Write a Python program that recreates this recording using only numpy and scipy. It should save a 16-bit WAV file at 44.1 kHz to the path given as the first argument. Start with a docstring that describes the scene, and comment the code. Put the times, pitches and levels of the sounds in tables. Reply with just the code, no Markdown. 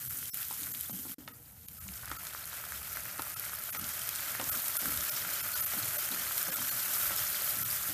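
"""Kitchen: chopped onion, garlic and tomato fry in hot oil in a deep pan; a plastic spoon stirs them.
Steam bubbles ring briefly as bright sizzle and crackle; juice burbles hollow, oil spits ring and crack.
The spoon strikes modes of the pan, which rubs on its grate; filtered noise rumbles below.
One microphone; now and then the sound thins to faint tones for an instant, and once it nearly stops."""
import sys
import numpy as np
from scipy import signal
from scipy.fft import rfft, irfft
from scipy.io import wavfile
from scipy.ndimage import uniform_filter1d

SR = 44100
rng = np.random.default_rng(int(sys.argv[2]) if len(sys.argv) > 2 else 0)


def boost_factor(decibels):
    """Convert a level in decibels to a linear amplitude factor."""
    exponent = np.asarray(decibels, float) / 20
    return 10 ** exponent


def file_out(sig):
    """Save sig as 16-bit WAV at sys.argv[1]."""
    # one column per channel
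    cols = np.atleast_2d(sig).T
    # limit, then scale
    lim = np.clip(cols, -1, 1)
    pcm = np.round(lim * 32767).astype(np.int16)
    wavfile.write(sys.argv[1], SR, pcm)


N = 349713

# frying course: t/s, fine sizzle level/dB, juice burble level/dB
FRYING = [(0.0, -41, -56.5), (0.7, -41, -54), (0.95, -42.5, -61), (1.13, -41.5, -57), (1.19, -55.5, -67),
          (1.6, -55, -69), (1.9, -46.5, -59), (2.08, -47, -52.5), (2.56, -45, -50.5), (2.92, -43, -50),
          (3.12, -43.5, -48.5), (3.8, -41, -49), (4.2, -39, -46), (4.8, -35.5, -45.5), (5.1, -38.5, -45.5),
          (5.65, -35, -43.5), (6.1, -36.5, -44.5), (6.7, -36, -45.5), (6.95, -33.5, -43.5),
          (7.5, -34.5, -44.5), (7.93, -36, -46)]
# coarser crackle course: t/s, level/dB
CRACKLE_COURSE = [(0.0, -52), (0.62, -51), (0.99, -55.5), (1.1, -52), (1.3, -70.5), (1.72, -63),
                  (2.1, -53.5), (3.77, -49), (4.11, -45.5), (4.64, -45), (4.86, -44), (6.65, -44),
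                  (6.93, -42), (7.35, -42), (7.93, -45)]
# spectra, relative density: f/Hz, level/dB (per Hz)
SIZZLE_SPECTRUM = [(3820, -29.5), (6500, -12), (7560, -11), (10100, -7), (13400, -1), (14700, -2),
                   (15700, -29.5)]
# as above, coarser crackle: f/Hz, level/dB (per Hz)
CRACKLE_SPECTRUM = [(1350, -25), (2300, -7.5), (2750, -8), (3040, 0.5), (3560, -2), (5200, -0.5),
                    (8500, -4), (11000, -31.5), (18700, -120)]
# as above, burble before the tomato lands: f/Hz, level/dB (per Hz)
ONION_SPECTRUM = [(250, -53), (420, -10.5), (550, -22), (635, -6), (704, -12), (850, -13.5), (1390, 2),
                  (2800, -4.5), (3640, -22), (6160, -120)]
# as above, burble once it has landed: f/Hz, level/dB (per Hz)
JUICE_SPECTRUM = [(250, -19), (420, -13), (469, -23), (591, -6.5), (768, -12), (1050, -10), (1110, -9.5),
                  (1330, -0.5), (1840, -5.5), (2550, -8.5), (2800, -11), (3640, -39), (6160, -120)]
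# as above, pan rubbing on its grate: f/Hz, level/dB (per Hz)
GRATE_SPECTRUM = [(88, -33), (150, -4), (216, -2.5), (242, 9), (334, -20), (400, -2.5), (520, -70),
                  (880, -120)]
# spoon shoves the pan on its grate: start t/s, length/s, level/dB
SHOVES = [(0.0, 0.025, -65), (0.138, 0.11, -62), (0.59, 0.081, -55.5), (0.904, 0.061, -57),
          (1.037, 0.055, -66), (1.195, 0.086, -62.5), (1.32, 0.053, -66), (1.846, 0.093, -68),
          (2.116, .03, -64), (3.067, 0.04, -72), (3.187, 0.029, -67), (3.744, 0.12, -61), (4.4, 0.14, -56),
          (4.69, 0.037, -74), (4.82, 0.12, -51.5), (5.231, 0.044, -61), (5.73, 0.044, -55.5),
          (6.108, 0.053, -52.5), (6.475, 0.035, -54.5), (6.584, 0.077, -60), (6.733, 0.046, -63),
          (7.102, 0.036, -65), (7.4, 0.046, -69), (7.573, 0.058, -58), (7.9, 0.043, -54)]
# rumble noise bands: f/Hz, width/Hz, level/dB
RUMBLE_BANDS = [(74, 29, -65), (116, 55, -61.5), (180.5, 68, -70), (474, 19, -77.5), (760, 440, -72.5)]
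# bass swells: centre t/s, width/s, lift of lowest band/dB, lift of next two/dB
SWELLS = [(0.09, 0.066, 2, 4), (0.95, 0.026, -2, 11), (1.95, 0.31, 10, 1.5), (2.9, 0.28, 7, 2.5),
          (3.87, 0.12, 7, 5.5), (4.5, 0.057, 11, 8), (4.97, 0.06, 17.5, -2), (5.87, 0.05, -10, 11),
          (6.85, 0.19, -3, 3), (7.11, 0.17, 7, 5), (7.65, 0.08, -8, 12), (7.76, 0.044, 10, 1),
          (7.92, 0.079, -9, 9)]
# large oil spits: t/s, peak level/dB, f/Hz, crack level/dB
SPITS = [(0.0529, -24, 12300, -47), (0.0607, -21, 12900, -57), (0.124, -27, 13400, -49),
         (0.2389, -28, 9400, -47), (0.2442, -25, 12100, -57), (0.2563, -30, 9500, -32),
         (0.3439, -14.5, 13000, -32), (0.3727, -19, 11400, -40), (0.3875, -26, 13000, -61),
         (0.4038, -22, 12600, -39), (0.4201, -23, 13000, -46), (0.4295, -31, 10300, -30),
         (0.4508, -26, 11700, -40), (0.4844, -21, 12400, -40), (0.5027, -21, 13400, -44),
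         (0.5121, -20, 11700, -43), (0.5277, -22, 9800, -42), (0.6027, -25, 13000, -46),
         (0.6096, -23, 10700, -47), (0.6328, -25, 8500, -29), (0.6388, -25, 12700, -48),
         (0.6602, -25, 12000, -49), (0.7488, -24, 12300, -36), (0.8099, -15, 11900, -45),
         (0.9578, -26, 12000, -57), (1.1193, -24, 11600, -51), (1.2773, -45, 8600, -39),
         (1.2859, -29, 12800, -45), (1.6116, -35, 13500, -62), (1.6849, -24.5, 11800, -40.5),
         (1.7716, -34, 13000, -57), (1.8411, -33, 10800, -45), (1.8816, -32, 7060, -39),
         (1.8893, -38, 9200, -36), (1.917, -29, 12000, -62), (1.938, -39, 5500, -36),
         (1.9761, -33, 13600, -36), (2.0006, -33, 13100, -52), (2.0128, -39, 5600, -42),
         (2.0499, -40, 8900, -45), (2.0566, -22, 11700, -38), (2.0821, -38, 10900, -36),
         (2.0962, -25, 12600, -51), (2.1036, -30, 12700, -56), (2.1147, -32, 9200, -40),
         (2.1343, -28, 12400, -57), (2.2303, -29, 13100, -53), (2.2358, -30, 11900, -51),
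         (2.2509, -30, 10600, -33), (2.2692, -29, 10100, -27), (2.2849, -28, 13100, -41),
         (2.335, -27, 11200, -43), (2.3973, -34, 9800, -57), (2.4273, -32, 9400, -50),
         (2.456, -22, 11800, -56), (2.4751, -28, 11000, -43), (2.4879, -31, 11100, -40),
         (2.5303, -40, 8800, -35), (2.5676, -30, 11200, -39), (2.6516, -28, 11700, -47),
         (2.7214, -27, 11300, -32), (2.7425, -27, 12100, -41), (2.7613, -30, 11800, -56),
         (2.7764, -30, 13700, -51), (2.816, -30, 11800, -46), (2.8303, -25, 11100, -38),
         (2.872, -29, 12200, -34), (2.88, -27, 11700, -55), (2.9162, -31, 13000, -54),
         (2.9376, -27, 12500, -47), (2.9609, -21, 11900, -53), (2.9716, -28, 12800, -33),
         (2.9952, -28, 12300, -59), (3.0047, -24, 11200, -50), (3.0282, -29, 12700, -48),
         (3.0355, -24, 11100, -48), (3.0538, -25, 12900, -38), (3.1131, -26, 12200, -47),
         (3.1796, -26, 10000, -43), (3.1954, -31, 9900, -37), (3.2204, -17, 11000, -31),
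         (3.2331, -25, 11500, -43), (3.2726, -24, 13000, -43), (3.2813, -23, 12800, -45),
         (3.3008, -26, 13200, -55), (3.3194, -28, 9500, -42), (3.3806, -26, 12900, -51),
         (3.3972, -16, 12900, -32), (3.4448, -26, 9500, -35), (3.452, -22, 10200, -36),
         (3.4567, -28, 12800, -51), (3.4959, -32, 6600, -35), (3.5396, -21, 11300, -43),
         (3.5507, -26, 12000, -41), (3.558, -25, 12800, -40), (3.5871, -23, 11500, -47),
         (3.5944, -23, 12600, -48), (3.6257, -25, 11900, -52), (3.6382, -20, 12300, -37),
         (3.6517, -24, 13400, -47), (3.6593, -25, 13300, -56), (3.6777, -26, 11600, -47),
         (3.6921, -23, 11200, -42), (3.7337, -25, 11700, -45), (3.7501, -35, 8700, -39),
         (3.7964, -21, 12100, -58), (3.8136, -27, 9600, -32), (3.8421, -26, 6700, -30),
         (3.891, -20, 10800, -39), (3.9449, -27, 11800, -51), (3.994, -21, 8400, -45),
         (4.0186, -22, 11100, -53), (4.028, -25, 11300, -38), (4.0356, -24, 10400, -47),
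         (4.074, -19, 12100, -46), (4.0908, -14, 12300, -28), (4.1527, -24, 8800, -39),
         (4.159, -22, 8800, -28), (4.2072, -19, 11600, -44), (4.213, -26, 12800, -45),
         (4.2276, -25, 12100, -48), (4.2588, -26, 13200, -44), (4.2907, -27, 12900, -44),
         (4.3166, -23, 9600, -34), (4.4135, -25, 9000, -29.5), (4.4418, -22, 7350, -40),
         (4.547, -25, 12800, -46), (4.5734, -18, 11800, -34), (4.6432, -20, 12200, -37),
         (4.6591, -27, 7900, -34), (4.6828, -14, 11400, -35), (4.707, -20, 12500, -44),
         (4.7552, -21, 12400, -50), (4.7686, -11.5, 10800, -36), (4.8158, -19, 12800, -40),
         (4.8579, -22, 12900, -39), (4.8683, -21, 12700, -50), (4.8832, -23, 13300, -47),
         (4.9053, -17, 12800, -38), (4.9182, -19, 12300, -46), (4.9407, -21, 12800, -41),
         (4.9745, -15, 11700, -30), (5.008, -22, 6450, -38), (5.0417, -23, 13200, -43),
         (5.0506, -17, 12700, -44), (5.0893, -27.5, 7200, -32), (5.0952, -31, 5400, -27),
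         (5.123, -23, 11700, -51), (5.1651, -20, 12000, -28), (5.1801, -18, 13200, -50),
         (5.3977, -24, 11100, -44), (5.5651, -20, 11800, -38), (5.576, -16, 11900, -38),
         (5.637, -21, 12300, -34), (5.7154, -25, 12800, -50), (5.7571, -23, 12900, -40),
         (5.7929, -23, 11700, -39), (5.9459, -19, 11900, -46), (5.9994, -26, 12900, -47),
         (6.0439, -26, 11800, -38), (6.0558, -28, 13200, -49), (6.0895, -22, 9500, -39),
         (6.1148, -16, 12300, -45), (6.1967, -21, 12700, -45), (6.3239, -18, 11800, -46),
         (6.3791, -13, 11100, -24), (6.4139, -19, 12000, -26), (6.4293, -12, 12300, -46),
         (6.4571, -19, 13000, -45), (6.5312, -28, 13100, -42), (6.5678, -22, 10800, -37),
         (6.6048, -22, 12700, -41), (6.6467, -24, 12200, -36), (6.6646, -23, 13200, -50),
         (6.6827, -21, 11600, -40), (6.9589, -15, 11800, -49), (7.0032, -20, 12900, -40),
         (7.0375, -21, 12800, -43), (7.0472, -19, 12900, -34), (7.078, -20, 12500, -50),
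         (7.2362, -17, 13400, -41), (7.5068, -24, 12600, -49), (7.5883, -15, 12160, -44),
         (7.6176, -23, 13300, -51), (7.6323, -19, 13060, -47), (7.7034, -18, 12900, -45),
         (7.7125, -20, 12200, -41), (7.8341, -19, 11800, -41), (7.8967, -19, 13200, -37)]
# thinning to a few faint tones: start t/s, length/s, depth level/dB
THINNING = [(0.083, 0.012, -20), (0.3, 0.034, -55), (0.722, 0.015, -16), (0.916, 0.012, -19),
            (1.322, 0.011, -18), (1.666, 0.013, -45), (1.79, 0.015, -19), (2.174, 0.013, -25),
            (3.346, 0.015, -24), (3.708, 0.017, -19), (3.775, 0.015, -18), (4.499, 0.016, -21),
            (4.776, 0.014, -28), (5.1, 0.011, -18), (5.416, 0.013, -21), (5.544, 0.01, -19),
            (5.61, 0.012, -17), (5.65, 0.011, -19), (5.972, 0.011, -21), (6.506, 0.011, -21),
            (6.549, 0.007, -19), (6.698, 0.013, -20), (7.635, 0.013, -21)]
# big juice bubbles: t/s, peak level/dB, f/Hz
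PLOPS = [(0.4284, -34, 2600), (0.7486, -30, 3080), (1.868, -47, 1050), (1.8881, -33, 2460),
         (2.0333, -36.5, 1320), (2.045, -38, 1420), (2.0774, -34, 1520), (2.1034, -45, 1600),
         (2.2335, -38, 1260), (2.3487, -29, 1350), (2.5296, -33.5, 1320), (2.6394, -33, 1430),
         (2.7216, -29, 1510), (2.9707, -27.5, 1490), (3.269, -34, 1290), (3.4946, -34, 1340),
         (3.534, -31, 1350), (4.351, -26, 1600), (4.5683, -35, 1330), (4.7525, -32, 1280),
         (5.858, -44, 597), (6.0881, -31, 1720), (6.2208, -30, 1460), (6.3104, -28, 1370),
         (6.4676, -29, 1590), (6.5246, -31, 2020), (6.6172, -28, 1400), (7.418, -38.5, 626),
         (7.8096, -32, 1420)]
# spoon on pan or plate: t/s, level/dB, thud level/dB, thud f/Hz, loudest ring f/Hz, fall-off/(dB/octave)
KNOCKS = [(0.507, -32, -51.5, 320, 940, 33), (0.894, -39.5, -35.5, 235, 850, 13),
          (0.93, -54, -31, 198, 818, 10), (0.958, -60, -40, 204, 1000, 10),
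          (0.988, -56, -35.5, 217, 1030, 11), (1.051, -48, -40.5, 260, 1000, 6),
          (1.065, -50, -48, 290, 1000, 9), (1.093, -42.5, -39, 230, 1900, 13),
          (1.182, -64, -46.5, 306, 600, 16), (1.202, -75, -51, 300, 600, 14),
          (1.276, -37, -76, 317, 1910, 6.5), (1.855, -62, -39, 190, 800, 10),
          (1.89, -65, -41, 190, 800, 10), (2.113, -30, -50, 303, 1350, 12),
          (3.192, -28.5, -45.5, 295, 1140, 14), (3.219, -38, -66, 293, 1390, 12),
          (3.747, -34, -47, 260, 1380, 10), (3.7475, -29, -70, 260, 2230, 42),
          (3.788, -50, -35, 197, 1300, 12), (3.858, -55, -49, 239, 1300, 10),
          (3.888, -60, -50, 225, 1300, 10), (3.8126, -51, -60, 250, 1390, 7),
          (3.758, -41, -50, 250, 1900, 8), (4.397, -33.5, -58, 199, 1300, 0),
          (4.405, -38, -56, 300, 610, 16), (4.412, -30, -60, 305, 1040, 34),
          (4.427, -48, -46, 300, 1040, 20), (4.827, -39, -47.5, 276, 756, 18),
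          (4.85, -42, -47, 269, 600, 12), (5.735, -39, -38, 205, 853, 0), (6.484, -38, -42, 238, 700, 2),
          (6.497, -55, -45.5, 300, 700, 10), (6.582, -33.5, -39, 216, 1040, 21),
          (7.104, -41, -50, 316, 624, -2), (7.1169, -30.5, -60, 300, 1900, 11),
          (7.1275, -41, -72, 303, 1300, 8), (7.563, -51, -33.5, 221, 1250, 15)]
# pan and spoon modes: f/Hz, level/dB, t60/s
PAN_MODES = [(575, 4, 0.023), (800, 0, 0.036), (920, -2.5, 0.032), (1040, -7, 0.055), (1280, 2.5, 0.025),
             (1410, 1, 0.023), (1680, -5, 0.02), (1860, -2, 0.018), (2230, -1, 0.014), (2600, -8, 0.026),
             (2860, -2.5, 0.021), (3600, -5, 0.027), (4100, -4, 0.012)]
# low pan modes: f/Hz, level/dB, t60/s
THUD_MODES = [(190, -6, 0.14), (228.6, -5, 0.1), (301.8, 6, 0.074), (475, -6.5, 0.16)]
# near silence: start t/s, end t/s, depth level/dB
NEAR_SILENCE = (1.146, 1.184, -32)

TOMATO_LANDS_S = 1.87
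SHOVE_RISE_S, SHOVE_T60_S, GRATE_REST_DB = 0.01, 0.39, -70.5
SCRAPE_DB = -9   # first five pan modes, against the unringing rub
RUMBLE_WAVER_DB = 2   # rms
SPIT_TOP_HZ, SPIT_SPREAD_OCTAVES = 13500, 0.7   # small spits: exponential spread below the top
SMALL_SPIT_DB, SMALL_CRACK_DB = 4, -20   # least over the sizzle before the pitch tilt; mean crack re that
KITCHEN_T60_S, KITCHEN_DB = 0.2, -13
TONES_DB, TONES_FLOOR_DB = 4, -3   # tone boost when thinned; most the tones then sink
BASS_SPARED_DB, BASS_HZ = 18.0, 400
KNOCK_CRACK_DB = -11   # crack rms at its start, re knock level


def rms_one(x):
    """Scale to rms 1."""
    return x / np.sqrt(np.mean(x ** 2) + 1e-20)


def in_time(rows):
    """Interpolate each column linearly through time."""
    s, *columns = np.transpose(rows)
    return [np.interp(np.arange(N) / SR, s, c) for c in columns]


def colour(x, spectrum):
    """Causal minimum-phase filter, by folded cepstrum, with the given spectrum; rms 1."""
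    size = 8192
    hz, db = np.transpose(spectrum)
    grid_hz = np.arange(size // 2 + 1) * SR / size + 1
    gain_db = np.interp(np.log(grid_hz), np.log(hz), db)
    cepstrum = irfft(np.log(boost_factor(gain_db)))
    cepstrum[1:size // 2] *= 2
    cepstrum[size // 2 + 1:] = 0
    impulse = irfft(np.exp(rfft(cepstrum)))
    return rms_one(signal.fftconvolve(x, impulse)[:N])


def drift(rate_hz):
    """Slow random wander, rms 1: noise through a double pole at 1/20 of the sample rate."""
    r = np.exp(-40 * np.pi * rate_hz / SR)
    noise = rng.standard_normal(N // 20 + 3002)
    slow = signal.lfilter([1], [1, -2 * r, r * r], noise)[3000:]   # settled part
    return np.interp(np.arange(N) / 20, np.arange(len(slow)), rms_one(slow - slow.mean()))


def ring(clicks, hz, t60_s):
    """Two-pole resonator: a unit click starts a decaying sine of height 1."""
    r = boost_factor(-60 / (t60_s * SR))
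    w = 2 * np.pi * hz / SR
    return signal.lfilter([0, np.sin(w)], [1, -2 * r * np.cos(w), r * r], clicks + 1e-18)


def uneven_boil_db():
    """Shared spurts and lulls that drive bubbles of all sizes."""
    return 1.1 * drift(8.2) + 0.55 * drift(30.0) + drift(150.0)


def bursting(spectrum, per_s, boil_db, cycles, spread_db, hiss_db, patchy_db=4.5, count=9):
    """Bubbles burst at random; each rings at its size's pitch (t60 in cycles), each size in its own spurts."""
    loudness_db = spread_db * np.minimum(rng.exponential(1, N), 2.6)
    clicks = boost_factor(loudness_db) * rng.choice([-1, 1], N)
    activity = boost_factor(boil_db + 0.82 * drift(9.0))
    born = rng.random(N) < per_s * activity / SR
    pitches_hz = np.geomspace(spectrum[1][0], min(spectrum[-2][0], 0.34 * SR), count)
    dealt = rng.integers(0, count, N)
    grains = np.zeros(N)
    for k, hz in enumerate(pitches_hz):
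        spurts = boost_factor(patchy_db * drift(32.0))
        rings = ring(clicks * born * (dealt == k), hz, cycles / hz)
        grains += np.sqrt(hz) * rms_one(spurts * rings)
    hiss = boost_factor(hiss_db) * np.sqrt(activity) * rng.standard_normal(N)
    return colour(rms_one(grains) + hiss, spectrum)


def sizzle(level_db, boil_db):
    """Tiny steam bubbles: dense, short, bright rings in hiss."""
    fine = bursting(SIZZLE_SPECTRUM, 1300.0, 1.5 * boil_db, cycles=4.9, spread_db=3.5, hiss_db=4.5)
    return boost_factor(level_db + 0.31 * drift(0.87)) * fine


def crackle(level_db, boil_db):
    """Coarser crackle: sparser bursts with longer rings."""
    uneven_db = boil_db + 2.0 * drift(40.0)
    coarse = bursting(CRACKLE_SPECTRUM, 500.0, uneven_db, cycles=70.0, spread_db=1.5, hiss_db=6.5, count=16)
    return boost_factor(level_db) * coarse


def juice(level_db, boil_db):
    """Hollow burble of boiling juice; its colour and bursts change as the tomato lands."""
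    landed = np.clip((np.arange(N) / SR - TOMATO_LANDS_S) / 0.018, 0, 1)
    tomato = bursting(JUICE_SPECTRUM, 450.0, 1.4 * boil_db, cycles=7.0, spread_db=1.0, hiss_db=10.0)
    onion = bursting(ONION_SPECTRUM, 550.0, 2.8 * boil_db, cycles=1.2, spread_db=5.0, hiss_db=9.5)
    return boost_factor(level_db) * (landed * tomato + (1 - landed) * onion)


def shoving():
    """Rubbing amplitude: each shove rises fast, holds and dies away over a faint steady rub."""
    t = np.arange(N) / SR
    level = np.full(N, boost_factor(GRATE_REST_DB))
    for start_s, length_s, db in SHOVES:
        fall_db = -60 * np.clip(t - start_s - length_s, 0, 1) / SHOVE_T60_S
        rise = np.clip((t - start_s) / SHOVE_RISE_S + 1, 0, 1)
        level = level + rise * boost_factor(db + fall_db)
    return level


def grate():
    """Pan rocks on its grate: lumpy rubbing noise, part of it ringing the pan modes; rms 1."""
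    rubbing = rng.standard_normal(N) * boost_factor(4.9 * drift(43.0))
    ringing = rms_one(sum(boost_factor(db) * ring(rubbing, hz, t60_s) for hz, db, t60_s in THUD_MODES))
    scraping = rms_one(sum(boost_factor(db) * ring(rubbing, hz, t60_s) for hz, db, t60_s in PAN_MODES[:5]))
    return rms_one(colour(rubbing, GRATE_SPECTRUM) + boost_factor(2.0) * ringing + boost_factor(SCRAPE_DB) * scraping)


def rumble():
    """Distant traffic and appliances: band-passed noise, wavering and swelling."""
    out, t = np.zeros(N), np.arange(N) / SR
    centre_s, width_s, deep_db, upper_db = np.transpose(SWELLS)
    humps = np.exp(-((t[::100, None] - centre_s) / width_s) ** 2)
    no_lift_db = 0 * upper_db
    lifts_db = [deep_db, upper_db, upper_db, no_lift_db, no_lift_db]
    for (hz, width_hz, db), lift_db in zip(RUMBLE_BANDS, lifts_db):
        edges_hz = [hz - width_hz / 2, hz + width_hz / 2]
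        band = signal.butter(2, edges_hz, "band", fs=SR, output="sos")
        noise = signal.sosfilt(band, rng.standard_normal(N + SR))[SR:]
        swell_db = np.interp(t, t[::100], humps @ lift_db) + RUMBLE_WAVER_DB * drift(11.0)
        out += boost_factor(db + swell_db) * rms_one(noise)
    return out


def pops(rows, cycles, crack_t60_s):
    """Short decaying sine per row (t60 in cycles of its pitch); rows with a crack level add a noise burst."""
    out, t = np.zeros(N + 400), np.arange(400) / SR
    band = signal.butter(2, [2500, 9000], "band", fs=SR, output="sos")
    grit = signal.sosfilt(band, rng.standard_normal((len(rows), 400)))
    for (s, db, hz, *crack_db), noise in zip(rows, grit):
        onset = 1 - np.exp(-1.5 * hz * t)
        note = np.sin(2 * np.pi * hz * t) * onset * boost_factor(-60 * t * hz / cycles)
        pop = boost_factor(db) * note / np.abs(note).max()
        crack = noise * boost_factor(-60 * t / crack_t60_s)
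        pop += sum(boost_factor(c) for c in crack_db) * crack / np.abs(crack).max()
        out[round(s * SR):][:400] += pop
    return out[:N]


def spits(sizzle_db, count=300):
    """Oil drops ring at the pitch of their size: listed large ones, random small ones following the sizzle."""
    s, size, grit, width = rng.random((count, 4)).T
    s = s * (N - 500) / SR
    peak_db = sizzle_db[(s * SR).astype(int)] + SMALL_SPIT_DB + 6.3 * size ** 2
    octaves = -SPIT_SPREAD_OCTAVES * np.log(1 - 0.95 * width)
    crack_db = peak_db + SMALL_CRACK_DB - 2.6 * (grit - 0.5)
    small = np.transpose([s, peak_db - 9.0 * octaves, SPIT_TOP_HZ * 2 ** -octaves, crack_db])
    return pops(np.vstack([SPITS, small]), cycles=10.6, crack_t60_s=0.014)


def kitchen(x):
    """Diffuse tail: convolution with dying noise, duller than the source."""
    t = np.arange(int(0.4 * SR)) / SR
    tail = rng.standard_normal(len(t)) * boost_factor(-60 * t / KITCHEN_T60_S) * (t > 0.004)
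    tail = signal.lfilter([1], [1, -0.5], tail)
    return signal.fftconvolve(x, tail / np.sqrt(np.sum(tail ** 2)))[:N]


def thin_out(x, edge_s=0.004, reach_s=0.015, count=14):
    """Sound sinks for an instant; the bass and the lines standing highest over their neighbours sink less."""
    bass = signal.sosfiltfilt(signal.butter(2, BASS_HZ, fs=SR, output="sos"), x)
    out, upper = x.copy(), x - bass
    for start_s, length_s, depth_db in THINNING:
        a, b = round((start_s - reach_s) * SR), round((start_s + length_s + reach_s) * SR)
        t = np.arange(b - a) / SR
        inside_s = np.minimum(t, t[::-1])
        fade = np.sin(np.pi / 2 * np.clip((inside_s - reach_s + edge_s) / (2 * edge_s), 0, 1)) ** 2
        lines = rfft(upper[a:b] * np.hanning(b - a))
        hz = np.arange(len(lines)) * SR / (b - a)
        neighbours = uniform_filter1d(np.abs(lines), size=31)
        standing = np.abs(lines) / neighbours ** 0.7 * (hz > 500)
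        survive = np.zeros(len(lines))
        survive[np.argsort(standing)[-count:]] = 1
        tones = boost_factor(TONES_DB) * 2 * irfft(lines * survive, b - a) * np.clip(inside_s / reach_s, 0, 1)
        spared = boost_factor(min(depth_db + BASS_SPARED_DB, 0))
        out[a:b] = upper[a:b] * (boost_factor(depth_db) + (1 - boost_factor(depth_db)) * (1 - fade))
        out[a:b] += bass[a:b] * (1 - fade * (1 - spared))
        out[a:b] += tones * max(spared, boost_factor(TONES_FLOOR_DB))
    return out


def plops():
    """Big juice bubbles: short low rings without crack."""
    return pops(PLOPS, cycles=5.8, crack_t60_s=0.003)


def spoon(contact_s=0.0021, crack_t60_s=0.054):
    """Knock: tick, two bounces, fainter clatter and crack; the spot struck favours modes near one pitch."""
    s, db, thud_db, thud_hz, ring_hz, slope_db = np.transpose(KNOCKS)
    steps = rng.random((len(s), 6)) * [-0.5, 2.5, 2.0, 5.5, 5.5, 4.5]
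    delays_s = np.cumsum(steps, axis=1) * contact_s
    at = np.round((s[:, None] + 0.0011 + delays_s) * SR).astype(int)
    bounces = boost_factor([0, -10, -13, -12, -15, -18])
    levels_db = [db + mode_db - 2.0 - slope_db * np.abs(np.log2(hz / ring_hz))
                 for hz, mode_db, _ in PAN_MODES]
    levels_db += [thud_db + mode_db - 43.6 * np.abs(np.log2(hz / thud_hz))
                  for hz, mode_db, _ in THUD_MODES]
    signs = (-1) ** np.arange(len(levels_db))   # neighbouring modes start in opposite directions
    out = np.zeros(N)
    for (hz, _, t60_s), strength_db, sign in zip(PAN_MODES + THUD_MODES, levels_db, signs):
        force = np.zeros(N)
        force[at] = bounces * (sign * boost_factor(strength_db))[:, None]
        out += ring(force, hz, t60_s)
    t = np.arange(900) / SR
    band = signal.butter(1, [1300, 6500], "band", fs=SR, output="sos")
    grit = rms_one(signal.sosfilt(band, rng.standard_normal((len(s), 900))))
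    crack = boost_factor(db + KNOCK_CRACK_DB)[:, None] * grit * boost_factor(-60 * t / crack_t60_s)
    out[at[:, :1] + np.arange(900)] += crack
    return out


def near_silence():
    """Gain curve: the level drops almost to nothing once, briefly."""
    start_s, end_s, depth_db = NEAR_SILENCE
    corners_s = [start_s - 0.004, start_s, end_s - 0.002, end_s]
    return np.interp(np.arange(N) / SR, corners_s, [1, boost_factor(depth_db), boost_factor(depth_db), 1])


def scene():
    """Mix frying, hits with kitchen tail, grate and rumble; same on both sides."""
    sizzle_db, juice_db = in_time(FRYING)
    crackle_db, = in_time(CRACKLE_COURSE)
    boil_db = uneven_boil_db()
    frying = sizzle(sizzle_db, boil_db) + crackle(crackle_db, boil_db) + juice(juice_db, boil_db)
    hits = spits(sizzle_db) + plops() + spoon()
    pan = frying + hits + boost_factor(KITCHEN_DB) * kitchen(hits)
    return np.tile(pan + shoving() * grate() + rumble(), (2, 1))


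def roll_off(x):
    """The treble ends steeply here."""
    return signal.sosfilt(signal.butter(12, 15820, fs=SR, output="sos"), x)


def record(dry):
    """One channel, thinned in places, cut at top and bottom, copied to both sides."""
    mono = thin_out(dry[0] * near_silence())
    low_pass = signal.cheby2(12, 60, 15900, fs=SR, output="sos")
    high_pass = signal.butter(2, 42.0, "high", fs=SR, output="sos")   # small microphone, no deep bass
    mono = signal.sosfilt(high_pass, signal.sosfilt(low_pass, mono))
    return roll_off(np.tile(mono, (2, 1)))


dry = scene()
out = record(dry)
file_out(out)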